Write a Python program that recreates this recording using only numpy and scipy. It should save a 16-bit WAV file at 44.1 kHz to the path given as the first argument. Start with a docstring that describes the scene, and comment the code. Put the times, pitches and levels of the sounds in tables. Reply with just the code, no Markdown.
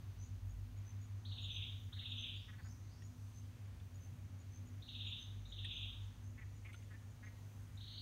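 """Bird trills beside a wooded creek

A bird trills in quick upward glides, tones shaped by a throat resonance and smeared by echoes off trees.
Crickets chirp as tones pulsed by wing strokes; a frog croaks in harmonics weighted by its vocal sac.
A far bird slurs upward in buzzy frequency-modulated tones, and a few ticks ring and snap nearby.
Two distant engines hum a few hertz apart and beat, over the filtered noise of air and microphone."""
import sys
import numpy as np
from scipy import signal
from scipy.fft import rfft, irfft
from scipy.io import wavfile
from scipy.ndimage import uniform_filter1d

SR = 44100
rng = np.random.default_rng(int(sys.argv[2]) if len(sys.argv) > 2 else 0)


def master_out(mix):
    """Clip the mix to full scale and print it as 16-bit PCM to the path in sys.argv[1]."""
    frames = np.transpose(np.atleast_2d(mix))
    ceiling = np.clip(frames, -1, 1)
    pcm = np.round(ceiling * 32767).astype(np.int16)
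    wavfile.write(sys.argv[1], SR, pcm)


N = 353241
T = np.arange(N) / SR  # time axis, s


def undb(db):
    """Amplitude ratio from decibels: 20 dB is a factor of ten."""
    return 10 ** (np.asarray(db) / 20)


def level(x, db):
    """Scale to a root-mean-square level in dB."""
    return x * undb(db) / np.sqrt(np.mean(x ** 2))


def tone(hz):
    """Phase is the integral of frequency: a sine along a pitch curve, with random start phase."""
    return np.sin(2 * np.pi * (np.cumsum(hz) / SR + rng.random()))


def walk(rate):
    """Smoothed random process: levels held 1 / rate s and averaged twice over that time; spread near 1."""
    hold = int(SR / rate)
    steps = np.repeat(rng.standard_normal(N // hold + 1), hold)
    return 1.347 * uniform_filter1d(uniform_filter1d(steps, hold), hold)[:N]


def add(out, s, x):
    """Superposition: mix x into out from time s."""
    i = int(s * SR)
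    out[i:i + len(x)] += x[:max(N - i, 0)]


def band(x, hz, width_hz):
    """Band-pass filtering by a bell-shaped weight on the spectrum."""
    f = np.arange(len(x) // 2 + 1) * SR / len(x)
    return irfft(rfft(x) * np.exp(-((f - hz) / width_hz) ** 2), len(x))


def engines():
    """Beating: two tones close in frequency drift in and out of phase, with a thrum an octave down."""
    # engine levels over time: time_s, steady_db, slower_db, thrum_db (rms; the thrum also wanders)
    engine_levels = [(0, -51.5, -55.5, -63), (.5, -52.5, -49.5, -56), (1, -48, -57, -68),
                     (1.5, -50, -52.5, -58), (2, -52, -53.5, -66), (2.5, -54.5, -56, -64),
                     (3.5, -52.5, -59, -76), (4, -55.5, -53, -72), (5, -53.5, -55.5, -69),
                     (5.5, -54.5, -52.5, -60.5), (5.999, -52, -52.5, -63), (6.5, -53, -62, -63),
                     (7, -54, -69, -68), (8.01, -53, -62, -66)]
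    # how far the slower tone hunts below the steadier one, which is the beat rate: time_s, lag_hz
    lag = [(0, 7.55), (.27, 8.38), (.71, 5.31), (1.65, 7.13), (1.92, 8.85), (2.18, 3.92), (2.57, 7),
           (2.79, 5.37), (3.7, 4.57), (3.86, 7.83), (4.39, 7.56), (4.67, 8.11), (4.86, 2.75), (5.69, 3.83),
           (5.85, 6.44), (6.03, 4.09), (7.53, 6.02), (8.01, 3.66)]
    # weaker tones, both pitch and level wandering: pitch_hz, level_db (nominal rms)
    weak_tones = [(151, -74.5), (244.5, -71)]
    start_hz, sag_hz_per_s = 101.24, 0.1102  # the steadier engine
    first_cancel_s = .023  # the two tones stand in opposite phase here

    s, *columns = np.transpose(engine_levels)
    steady_db, slower_db, thrum_db = (np.interp(T, s, c) for c in columns)
    turns = np.cumsum(start_hz - sag_hz_per_s * T + 0.37 * walk(1.973)) / SR
    slip = np.cumsum(np.interp(T, *np.transpose(lag))) / SR
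    slip = slip - slip[int(first_cancel_s * SR)]
    out = undb(steady_db) * np.sin(2 * np.pi * turns)
    out = out - undb(slower_db) * np.sin(2 * np.pi * (turns - slip))
    out = out + undb(thrum_db + 3 * walk(6)) * np.sin(np.pi * turns)
    for hz, db in weak_tones:
        out = out + undb(db + 3.2 * walk(12)) * tone(hz + .6 * walk(2))
    return np.sqrt(2) * out  # a sine's peak is sqrt(2) times its rms


def air():
    """Spectral shaping of noise: rumble and hiss, each octave swelling alone; the microphone dips near 10 kHz."""
    # spectral density before the whole is set to its level: pitch_hz, density_db (per Hz, relative)
    air_curve = [(15, -37), (30, -16.5), (42, -11), (65, 2), (110, -1.5), (170, -10.5), (260, -14),
                 (400, -22.5), (700, -25.5), (2500, -30.5), (4900, -36.5), (7500, -40.5), (9500, -39.5),
                 (10500, -45.5), (11500, -41.5), (16000, -42.5)]
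    air_db = -58  # rms

    f = np.arange(N // 2 + 1) * SR / N + 1  # 1 Hz up, to keep the logarithm finite
    fh, db = np.transpose(air_curve)
    spectrum = rfft(rng.standard_normal(N)) * undb(np.interp(np.log(f), np.log(fh), db))
    out = 0
    for octave in range(4, 16):
        share = np.clip(1 - np.abs(np.log2(f) - octave), 0, 1)
        swell = undb((1.0 + 14 / octave ** 2.0) * walk(5))  # low octaves swell most
        out = out + irfft(spectrum * share, N) * swell
    return level(out, air_db)


def far_crickets():
    """Many unresolved sources merge into narrow-band noise: a chorus that wavers and slowly grows."""
    # chorus bands: pitch_hz, width_hz, level_db (rms)
    chorus = [(6175, 530, -82.5), (6800, 400, -89)]
    out = 0
    for hz, width_hz, db in chorus:
        swell = undb(1.6 * walk(9) + 0.25 * T)
        out = out + level(band(rng.standard_normal(N), hz, width_hz) * swell, db)
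    return out


def crickets():
    """Stridulation: each chirp is a run of wing strokes that pulse a tone whose pitch creeps up."""
    # two crickets: wing_hz (nominal, at 0 s), rise_hz (per s), chirps;
    # chirps: start_s, level_db (before the envelope), length_s
    cricket_table = [(6103, 30, [(0.183, -59, 0.069), (0.849, -61, 0.074), (1.499, -59, 0.09),
                     (2.166, -59, 0.073), (2.68, -62, .057), (3.329, -62, 0.08), (3.991, -63, 0.076),
                     (4.504, -61.5, 0.086), (5.183, -59.5, 0.074), (5.71, -64.5, 0.083), (6.22, -68, 0.065),
                     (6.72, -65, .08), (7.231, -64.5, 0.058), (7.55, -75, 0.12), (7.896, -68.5, 0.075)]),
                     (6710, 31, [(0.204, -64.5, .08), (0.477, -65.5, 0.055), (0.769, -66, .023),
                     (0.998, -65.5, 0.064), (1.401, -63, 0.063), (1.82, -71, 0.042), (2.088, -69, 0.044),
                     (2.357, -66, 0.023), (2.629, -63, 0.064), (3.02, -63.5, .057), (3.94, -63, 0.034),
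                     (4.385, -66.5, 0.037), (4.656, -66, 0.039), (5.057, -64, 0.049), (5.473, -67, 0.051),
                     (5.8, -73, .028), (6.013, -71, .04), (6.288, -73, .034), (6.549, -69, 0.036),
                     (6.815, -72, 0.046), (7.09, -72, .038), (7.37, -73, .034), (7.738, -71, 0.036)])]
    stroke_hz, wing_scatter_hz = 77.5, 35  # strokes a second; spread of pitch between chirps

    out = np.zeros(N)
    for wing_hz, rise_hz, chirps in cricket_table:
        for at, db, length in chirps:
            t = T[:int(length * SR)]
            hz = wing_hz + rise_hz * at + wing_scatter_hz * rng.standard_normal()
            strokes = .15 + np.abs(np.sin(np.pi * stroke_hz * t)) ** 3
            # pitch rises within each stroke as well as along the chirp
            pitch = hz * (1 + 0.025 * (t / length - .5) + 0.027 * (stroke_hz * t % 1 - .5))
            envelope = np.sin(np.pi * (t / length) ** 1.6) ** .5
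            add(out, at, undb(db) * envelope * strokes * tone(pitch))
    return out


def trees(x):
    """Reverberation: a dense, decaying cloud of echoes from trunks and leaves, of unit total energy."""
    t60_s, rise_s = 0.54, .012  # time to decay by 60 dB; time constant of the build-up
    t = T[:SR]
    echoes = rng.standard_normal(SR) * (1 - np.exp(-t / rise_s)) * np.exp(-np.log(1000) * t / t60_s)
    return signal.fftconvolve(x, echoes / np.sqrt(np.sum(echoes ** 2)))[:N]


def trill():
    """Source and filter: each note follows one upward glide, up to a ceiling, through a throat resonance."""
    # path of every whistle at a reach of 1: time_s (from the 3.6 kHz point), pitch_hz
    glide_path = [(-.024, 1930), (-.015, 2538), (-.008, 2924), (-.004, 3185), (0, 3600), (.003, 3850),
                  (.006, 4170), (0.013, 4620)]
    # throat response at a reach of 1: pitch_hz, gain_db
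    throat_curve = [(1900, -5), (2500, -6.5), (3000, -6.5), (3600, 2), (4100, -13.5), (4900, -4)]
    # trills: first_hz (aim of the first note), settled_hz (aim approached later), notes;
    # notes: time_s (passing 3.6 kHz), level_db (before the throat)
    trills = [(4620, 3920, [(1.254, -51.5), (1.322, -49.5), (1.385, -47), (1.447, -45), (1.507, -45),
              (1.567, -43), (1.627, -44), (1.686, -53.5)]), (4395, 3900, [(1.931, -51), (1.996, -47),
              (2.060, -44.5), (2.122, -45), (2.186, -43), (2.245, -41.5), (2.304, -45), (2.36, -63)]),
              (4510, 4000, [(4.824, -55.5), (4.890, -48.5), (4.952, -46.5), (5.011, -44.5), (5.071, -44),
              (5.128, -43.5), (5.186, -52.5)]), (4346, 3950, [(5.455, -57.5), (5.525, -50), (5.591, -47.5),
              (5.653, -44.5), (5.714, -43.5), (5.773, -42.5), (5.833, -44), (5.892, -51)]),
              (4426, 4750, [(7.774, -57.5), (7.810, -54), (7.842, -55), (7.878, -51.5), (7.909, -53.5),
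              (7.942, -51.5), (7.979, -48)])]
    settle_notes = 2.5  # notes over which the aim settles
    hold_s = 0.0036  # fade-out while a note dwells on its ceiling
    # a note at full_db nominally starts from full_low_hz; softer ones start higher; each scatters
    full_db, full_low_hz, low_hz_per_db, low_scatter_hz = -42, 2230, 42.5, 130
    first_lift_hz = 320  # extra lift of a trill's opening note

    out = np.zeros(N)
    s, f = np.transpose(glide_path)
    fh, db = np.transpose(throat_curve)
    t = np.arange(s[0], .04, 1 / SR)
    for first_hz, settled_hz, notes in trills:
        for k, (at, note_db) in enumerate(notes):
            aim_hz = settled_hz + (first_hz - settled_hz) * np.exp(-k / settle_notes)
            low_hz = full_low_hz + low_hz_per_db * (full_db - note_db)
            low_hz = low_hz + first_lift_hz * (k == 0) + low_scatter_hz * rng.standard_normal()
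            # a note that aims higher is flung up faster, through a wider beak that lifts the resonance
            reach = aim_hz / 4100
            glide = np.interp(t * reach ** 2.67, s, f)
            hz = np.minimum(glide, aim_hz - 80)
            throat = undb(np.interp(np.log(hz / reach), np.log(fh), db))
            held = np.cumsum(glide > hz) / SR
            onset = np.clip((hz - low_hz) / 260, 0, 1)
            release = np.cos(np.pi / 2 * np.clip(held / hold_s, 0, 1)) ** 2
            add(out, at + s[0], undb(note_db) * throat * onset * release * tone(hz))
    return out


def near_echoes(x):
    """Early reflection: delayed copies off the water and the nearest leaves thicken each note."""
    # reflections: delay_s, gain_db
    reflections = [(.0031, -7), (.0058, -6), (.0094, -10)]
    return sum(undb(db) * np.roll(x, int(lag * SR)) * (T > lag) for lag, db in reflections)


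def frog():
    """Formants: harmonics of a wobbling pulse rate, weighted by the vocal sac and a lower throat ring."""
    # croaks: start_s, level_db (before the harmonics are weighted and summed), sac_hz (resonance)
    croaks = [(1.919, -69, 1420), (1.959, -67.5, 1830), (2.012, -66.5, 1920), (2.481, -62, 1840),
              (2.525, -65, 1750), (2.582, -65, 1760), (2.645, -67, 1630), (6.376, -60, 2010),
              (6.41, -62, 2000), (6.647, -57.5, 2300), (6.682, -61, 2120), (6.904, -62, 1700),
              (6.932, -66.5, 1810), (7.226, -61.5, 1960), (7.26, -63, 1950)]
    pulse_hz, croak_s, wobble_depth = 214.1, 0.031, .035  # mean pulse rate, length, relative wobble
    sac_width_hz, ragged_db = 290, 3

    out, wobble = np.zeros(N), 1 + wobble_depth * walk(100)
    n, k = int(croak_s * SR), np.arange(4, 18)[:, None]  # samples, harmonic numbers
    for at, db, sac_hz in croaks:
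        i = int(at * SR)
        sac = 1 / (1 + ((k * pulse_hz - sac_hz) / sac_width_hz) ** 2)
        throat = 0.091 / (1 + ((k * pulse_hz - 1250) / 200) ** 2)
        # bounces off bank and water favour some harmonics
        weight = (sac + throat) * undb(ragged_db * rng.standard_normal(k.shape))
        turns = k * np.cumsum(pulse_hz * wobble[i:i + n]) / SR + 0.29 * rng.standard_normal(k.shape)
        pulses = np.sum(weight * np.cos(2 * np.pi * turns), axis=0)
        add(out, at, undb(db) * np.hanning(n) ** 0.25 * pulses)
    return out


def far_bird():
    """Frequency modulation: rising slurs buzz at 60 Hz, flicker in level and fade in and out."""
    # slurs: start_s, end_s, from_hz, to_hz, level_db (before fades and flicker)
    slurs = [(2.3, 2.52, 3900, 6600, -75), (2.56, 2.78, 4000, 7000, -73.5), (2.8, 3.08, 3650, 6800, -74.5)]
    out = np.zeros(N)
    for t0, t1, from_hz, to_hz, db in slurs:
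        n = int((t1 - t0) * SR)
        hz = np.linspace(from_hz, to_hz, n) + 320 * tone(np.full(n, 60.))
        add(out, t0, undb(db) * np.hanning(n) ** 0.15 * tone(hz))
    return out * undb(3 * walk(90))


def ticks():
    """Damped oscillation: a brief decaying ring with two thin noise snaps on top."""
    # ticks, levels before rise and decay: start_s, ring_db, ring_hz,
    # mid_db (rms of the 3 kHz snap), top_db (rms of the 9 kHz snap)
    tick_table = [(3.021, -57, 1880, -67, -85), (3.799, -63, 3510, -72, -87),
                  (5.646, -47, 1856, -52, -66.5), (6.7307, -53, 2250, -62, -67.5),
                  (6.743, -50, 1420, -59.5, -74), (6.8226, -67, 2180, -67, -79)]
    out, t = np.zeros(N), T[:1200]
    for at, db, hz, mid_db, top_db in tick_table:
        ring = undb(db) * np.sin(2 * np.pi * hz * t) * (1 - np.exp(-t / 0.00076)) * np.exp(-t / 0.0049)
        mid = level(band(rng.standard_normal(len(t)), 2960, 1060), mid_db)
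        top = level(band(rng.standard_normal(len(t)), 8850, 1100), top_db)
        add(out, at, ring + (mid + top) * np.exp(-t / 0.0094))
    return out


def scene():
    """Superposition of direct sound, early reflections, reverberation and background."""
    bird, small = trill(), crickets() + frog()
    # the middle of each whistle, near 3.5 kHz, comes straight;
    # a wider band of pitches arrives by way of the trees
    straight = undb(1) * band(bird, hz=3550, width_hz=850)
    wide = undb(5.5) * band(bird, hz=3950, width_hz=1900)
    direct = straight + small + near_echoes(straight)
    wet = trees(wide + undb(-10) * small + far_bird())
    background = engines() + air() + far_crickets()
    return (direct + wet + ticks() + background)[None, :]


def record(dry):
    """Low-pass filtering: the recorder cuts steeply above 15.76 kHz."""
    low_pass = signal.ellip(14, .2, 60, 15760, fs=SR, output="sos")  # order, ripple dB, stop dB, Hz
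    return signal.sosfilt(low_pass, dry)


dry = scene()
out = record(dry)
master_out(out)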